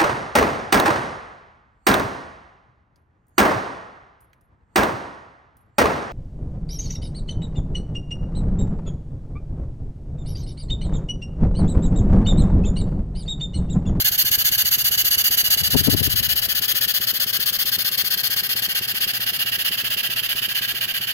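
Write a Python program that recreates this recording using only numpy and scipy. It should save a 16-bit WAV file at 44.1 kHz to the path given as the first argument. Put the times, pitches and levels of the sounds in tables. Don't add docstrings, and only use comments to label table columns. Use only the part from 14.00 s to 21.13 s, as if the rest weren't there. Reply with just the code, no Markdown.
import sys
import numpy as np
from scipy import signal
from scipy.fft import rfft, irfft
from scipy.io import wavfile
from scipy.ndimage import uniform_filter1d, map_coordinates

SR = 44100
rng = np.random.default_rng(int(sys.argv[2]) if len(sys.argv) > 2 else 0)


def materialize(psi):
    bounded = np.clip(np.atleast_2d(psi).T, -1, 1)
    quanta = np.round(bounded * 32767).astype(np.int16)
    wavfile.write(sys.argv[1], SR, quanta)


N = 314433
TIME = np.arange(N) / SR


def from_db(db):
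    return np.exp(np.asarray(db) * (np.log(10) / 20))


def rms_one(x):
    return x / np.sqrt(np.mean(x ** 2) + 1e-20)


def in_time(rows):
    seconds, *columns = np.transpose(rows)
    return np.array([np.interp(TIME, seconds, column) for column in columns])


def ease(x):
    return np.sin(np.pi / 2 * np.clip(x, 0, 1)) ** 2


def lobe(heading, centre, width, centre_db, far_db):
    bell = np.exp(-((heading - centre) / width) ** 2)
    return far_db + (centre_db - far_db) * bell


def passes(turns, angle):
    return np.flatnonzero(np.diff(np.floor(turns - angle)))


def band_noise(low_hz, high_hz, order=2):
    sos = signal.butter(order, [low_hz, high_hz], "band", fs=SR, output="sos")
    return rms_one(signal.sosfilt(sos, rng.standard_normal(N)))


def workshop(floor_db=-42.5, hum_db=-53.5, hum_hz=120, apart=0.59):
    # frequency in Hz, relative level in dB per Hz.
    floor = [(20, 0), (60, -19), (130, 2), (300, -6.5), (600, -7.5), (950, -9.5), (1500, -4), (5000, -5.5),
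             (16000, -77)]
    hz, level_db = np.transpose(floor)
    bins = np.maximum(np.fft.rfftfreq(N, 1 / SR), 1)
    colour = from_db(np.interp(np.log(bins), np.log(hz), level_db))
    shared = rng.standard_normal(N)
    white = shared + apart * rng.standard_normal((2, N))
    noise = rms_one(irfft(rfft(white) * colour, N))
    hum = np.sqrt(2) * np.sin(2 * np.pi * hum_hz * TIME)
    return from_db(floor_db) * noise + from_db(hum_db) * hum


def base_rub(heading, level_db=-53, full_degrees_per_s=51, low_hz=450, high_hz=850, right_db=-2):
    degrees_per_s = uniform_filter1d(np.abs(np.gradient(heading)) * SR, SR // 10)
    left = band_noise(low_hz, high_hz)
    right = from_db(right_db) * band_noise(low_hz, high_hz)
    return from_db(level_db) * degrees_per_s / full_degrees_per_s * np.array([left, right])


def eddy_strength(turns, heading, wake_db=-14, wake_length=7.5):
    # arrival in turns,
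    # best heading in degrees, level there in dB, loss in dB per degree off, length in seconds,
    # left minus right in dB.
    eddy_rows = [(0.56, 2.5, -32.5, 1.1, 0.014, -17), (0.093, 5.9, -33.5, 0.5, .014, -17),
                 (0.46, 43.65, -6, 1.44, 0.015, 39), (0.91, 48.9, -13, 1.26, .016, 34)]
    power = np.zeros((2, N))
    around = np.arange(-SR // 2, SR // 2 + 1) / SR
    for angle, best, peak_db, loss_db, length, pan_db in eddy_rows:
        at = passes(turns, angle)
        hits = np.zeros(N)
        hits[at] = from_db(peak_db - loss_db * np.abs(heading[at] - best))
        age = around / length
        wake = ease(age + 1) * np.exp(-2 * np.abs(age) / wake_length)
        shape = np.exp(-2 * age ** 2) + from_db(wake_db) ** 2 * wake
        lumps = np.abs(signal.fftconvolve(hits ** 2, shape, "same"))
        power += from_db(np.minimum([[pan_db], [-pan_db]], 0)) ** 2 * lumps
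    return np.sqrt(power)


def port_wind(turns, heading, level_db=0.0, harsh_db=-11):
    strength = eddy_strength(turns, heading)
    harsh = np.clip(strength / from_db(harsh_db), 0, 1)
    slow = (1 - harsh) ** 4 * band_noise(44, 91)
    middle = 0.63 * band_noise(65.6, 162, order=3)
    rough = 0.72 * harsh * band_noise(157, 362)
    eddies = slow + middle + rough
    eddies /= np.sqrt(uniform_filter1d(eddies ** 2, int(0.025 * SR), axis=1) + 1e-9)
    return from_db(level_db) * strength * eddies


def ring(force, hz, t60):
    r, w = np.exp(-np.log(1000) / (t60 * SR)), 2 * np.pi * hz / SR
    return signal.lfilter([0, np.sin(w)], [1, -2 * r * np.cos(w), r * r], force + 1e-18)


def crank_knocks(turns, uneven_db=1.5, lowest_hz=70):
    # crank angle in turns, push level in dB, contact in seconds.
    knocks = [(0.47, -1.5, 0.0049), (0.54, 1, 0.0029), (0.93, -5, 0.0037), (0.0265, 2.5, 0.0012)]
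    # frequency in Hz, level in dB, time to fall 60 dB in seconds.
    base = [(124, -46, 0.097), (202, -39, 0.045), (238, -49, 0.072), (367.5, -45.5, 0.089),
            (433, -44, 0.028)]
    force = np.zeros(N)
    for angle, level_db, contact in knocks:
        at = passes(turns, angle)
        chance_db = uneven_db * rng.standard_normal(size=64)[:len(at)]
        clicks = np.zeros(N)
        clicks[at] = from_db(level_db + chance_db)
        push = signal.windows.hann(int(contact * SR) + 2)
        force += signal.fftconvolve(clicks, push / push.sum())[:N]
    shake = sum(from_db(level_db) * ring(force, hz, t60) for hz, level_db, t60 in base)
    return signal.sosfilt(signal.butter(2, lowest_hz, "high", fs=SR, output="sos"), shake)


def air_flow(turns, leak_db=-27, swell_db=1.0, uneven_db=0.82, flutter_db=0.73):
    # start of opening in turns, opening time in turns,
    # end of closing in turns, closing time in turns, relative level in dB.
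    strokes = [(.035, 0.095, 0.46, 0.096, 0), (0.513, 0.079, 0.95, 0.08, 1.97)]
    flow = from_db(leak_db)
    for opens, rise, closes, fall, level_db in strokes:
        count, angle = np.divmod(turns - opens + 1, 1)
        span = closes - opens
        valve = ease(angle / rise) * ease((span - angle) / fall)
        swell = swell_db * (np.sin(np.pi * np.clip(angle / span, 0, 1)) - 1)
        chance = uneven_db * rng.standard_normal(size=64)[count.astype(int)]
        flow = flow + valve * from_db(level_db + swell + chance)
    return rms_one(flow * from_db(flutter_db * band_noise(45, 680)))


def resonant_noise(hz, width_hz):
    r = np.exp(-np.pi * width_hz / SR)
    section = [1, 0, -1, 1, -2 * r * np.cos(2 * np.pi * hz / SR), r * r]
    return rms_one(signal.sosfilt([section, section], rng.standard_normal(N)))


def pipe_tone(flow, hz, width_hz, left_db, right_db, lag, steepening=0.061):
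    noise = resonant_noise(hz, width_hz)
    puffs = rms_one(flow ** (1 + steepening * np.log10(hz / 5000)))
    ports = np.array([noise, np.roll(noise, round(lag * SR))])
    return puffs * ports * from_db([[left_db], [right_db]])


def glance(x, heading, delay_s=.000255, delay_s_per_degree=.000001, right_db=-13, mirror_hz=8500):
    # centre heading in degrees, half width in degrees,
    # echo level at the centre in dB, echo level far from it in dB (the right port adds right_db).
    mirrors = [(58, 16, -10.5, -14), (130, 18, -7, -15)]
    delay = delay_s + delay_s_per_degree * heading
    fine = signal.sosfiltfilt(signal.butter(3, mirror_hz, "high", fs=SR, output="sos"), x)
    echo = np.array([map_coordinates(port, [(TIME - delay) * SR], order=3) for port in fine])
    echo_db = np.max([lobe(heading, *face) for face in mirrors], axis=0)
    return x + echo * from_db(echo_db + [[0], [right_db]])


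def reflections(x, t60, delay):
    age = TIME[:SR // 2] - delay
    fade = (age > 0) * np.exp(-np.log(1000) * np.abs(age) / t60)
    tail = rng.standard_normal((2, len(age))) * fade
    tail /= np.sqrt(np.sum(tail ** 2, axis=1, keepdims=True))
    return signal.oaconvolve(x, tail[:, age < t60], axes=1)[:, :N]


def shifting_reflections(x, t60, delay, count=7):
    place = np.linspace(0, count - 1, N)
    return sum(np.sqrt(ease(1 - np.abs(place - k))) * reflections(x, t60, delay) for k in range(count))


def exhaust(turns, heading, direct_db=-0.03, near_db=-5.5, room_db=-12.0, room_beaming=0.81):
    # frequency in Hz, width in Hz,
    # left level in dB, right level in dB, right port's lag in seconds.
    bore = [(627, 390, -51.5, -54, 0.00018), (1206, 270, -51.5, -53, 0.00025),
            (1639, 366, -36.5, -45, 0.00015), (1860, 500, -42, -42.5, 0.00007)]
    # frequency in Hz, width in Hz,
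    # left level in dB, right level in dB.
    honk_tones = [(2966, 496, -31.5, -24.5), (2110, 1200, -51, -36.5)]
    # frequency in Hz, width in Hz,
    # left level in dB, right level in dB, right port's lag in seconds, beaming from 0 to 1.
    pipe = [(3520, 1430, -34.5, -48, 0.00017, 0.1), (4445, 660, -29, -33.5, .00011, 0.52),
            (4920, 940, -45.5, -35, .00012, 0), (5560, 2500, -41, -63, 0.00013, 1),
            (6456, 1230, -38.5, -33.5, .00016, 1), (7980, 3900, -41, -37, 0.00019, 0.35),
            (10520, 1700, -39.5, -49, .00018, 0.1), (12315, 1370, -25.5, -26, .00018, 1),
            (13380, 2600, -27, -31.5, .00018, 0.6), (15000, 1400, -35.5, -41.5, 0.00021, 0.2)]
    # centre heading in degrees, half width in degrees,
    # level at the centre in dB, level far from it in dB.
    pipe_lobe = (52.5, 69, 5, -1.9)
    beam_lobes = [(16.5, 97, 1.7, -8.5), (0.5, 74, 3.8, -13)]
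    honk_side_on = [(61.7, 16.7, 5.5, 0), (71, 23, -8, -3)]
    honk_face_on = [(140, 26, -7, 0), (138.5, 30, 4, 0.004)]

    flow = air_flow(turns)
    pipe_db = lobe(heading, *pipe_lobe)
    beam_db = np.array([lobe(heading, *port) for port in beam_lobes])
    honk_db = np.array([lobe(heading, *side) + lobe(heading, *face)
                        for side, face in zip(honk_side_on, honk_face_on)])
    honk = sum(pipe_tone(flow, *mode, lag=.00018) for mode in honk_tones)
    low = sum(pipe_tone(flow, *mode) for mode in bore) + honk * from_db(honk_db)
    high, spread = 0, low
    for *mode, beaming in pipe:
        tone = pipe_tone(flow, *mode)
        turned_db = beaming * (beam_db - pipe_db)
        high = high + tone * from_db(pipe_db + turned_db)
        spread = spread + tone * from_db(room_beaming * turned_db.mean(axis=0))
    direct = low + glance(high, heading)
    bench = shifting_reflections(direct, t60=0.029, delay=0.00095)
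    room = reflections(spread, t60=0.22, delay=.008)
    return from_db(direct_db) * direct + from_db(near_db) * bench + from_db(room_db) * room


def scene():
    # time in seconds, turns per second.
    speed_curve = [(0, 7.4865), (2.2, 7.6631), (5.8, 7.8244), (7.13, 7.5857)]
    # time in seconds, heading in degrees.
    heading_curve = [(0, 2), (1.35, 12), (1.75, 41.5), (2.5, 69), (4.25, 87.5), (5, 112.5), (6.15, 144),
                     (7.13, 146)]
    # time in seconds, exhaust gain in dB.
    nearness_curve = [(0, -0.5), (5.9, 0.5), (6.6, -0.5), (7.13, -1.6)]
    speed, = in_time(speed_curve)
    heading, = in_time(heading_curve)
    near_db, = in_time(nearness_curve)
    turns = .2086 + np.cumsum(speed) / SR
    background = workshop() + base_rub(heading)
    engine = crank_knocks(turns) + from_db(near_db) * exhaust(turns, heading)
    return background + port_wind(turns, heading) + engine


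def record(dry):
    return signal.sosfilt(signal.ellip(12, .1, 90, 15850, fs=SR, output="sos"), dry)


dry = scene()
out = record(dry)
materialize(out)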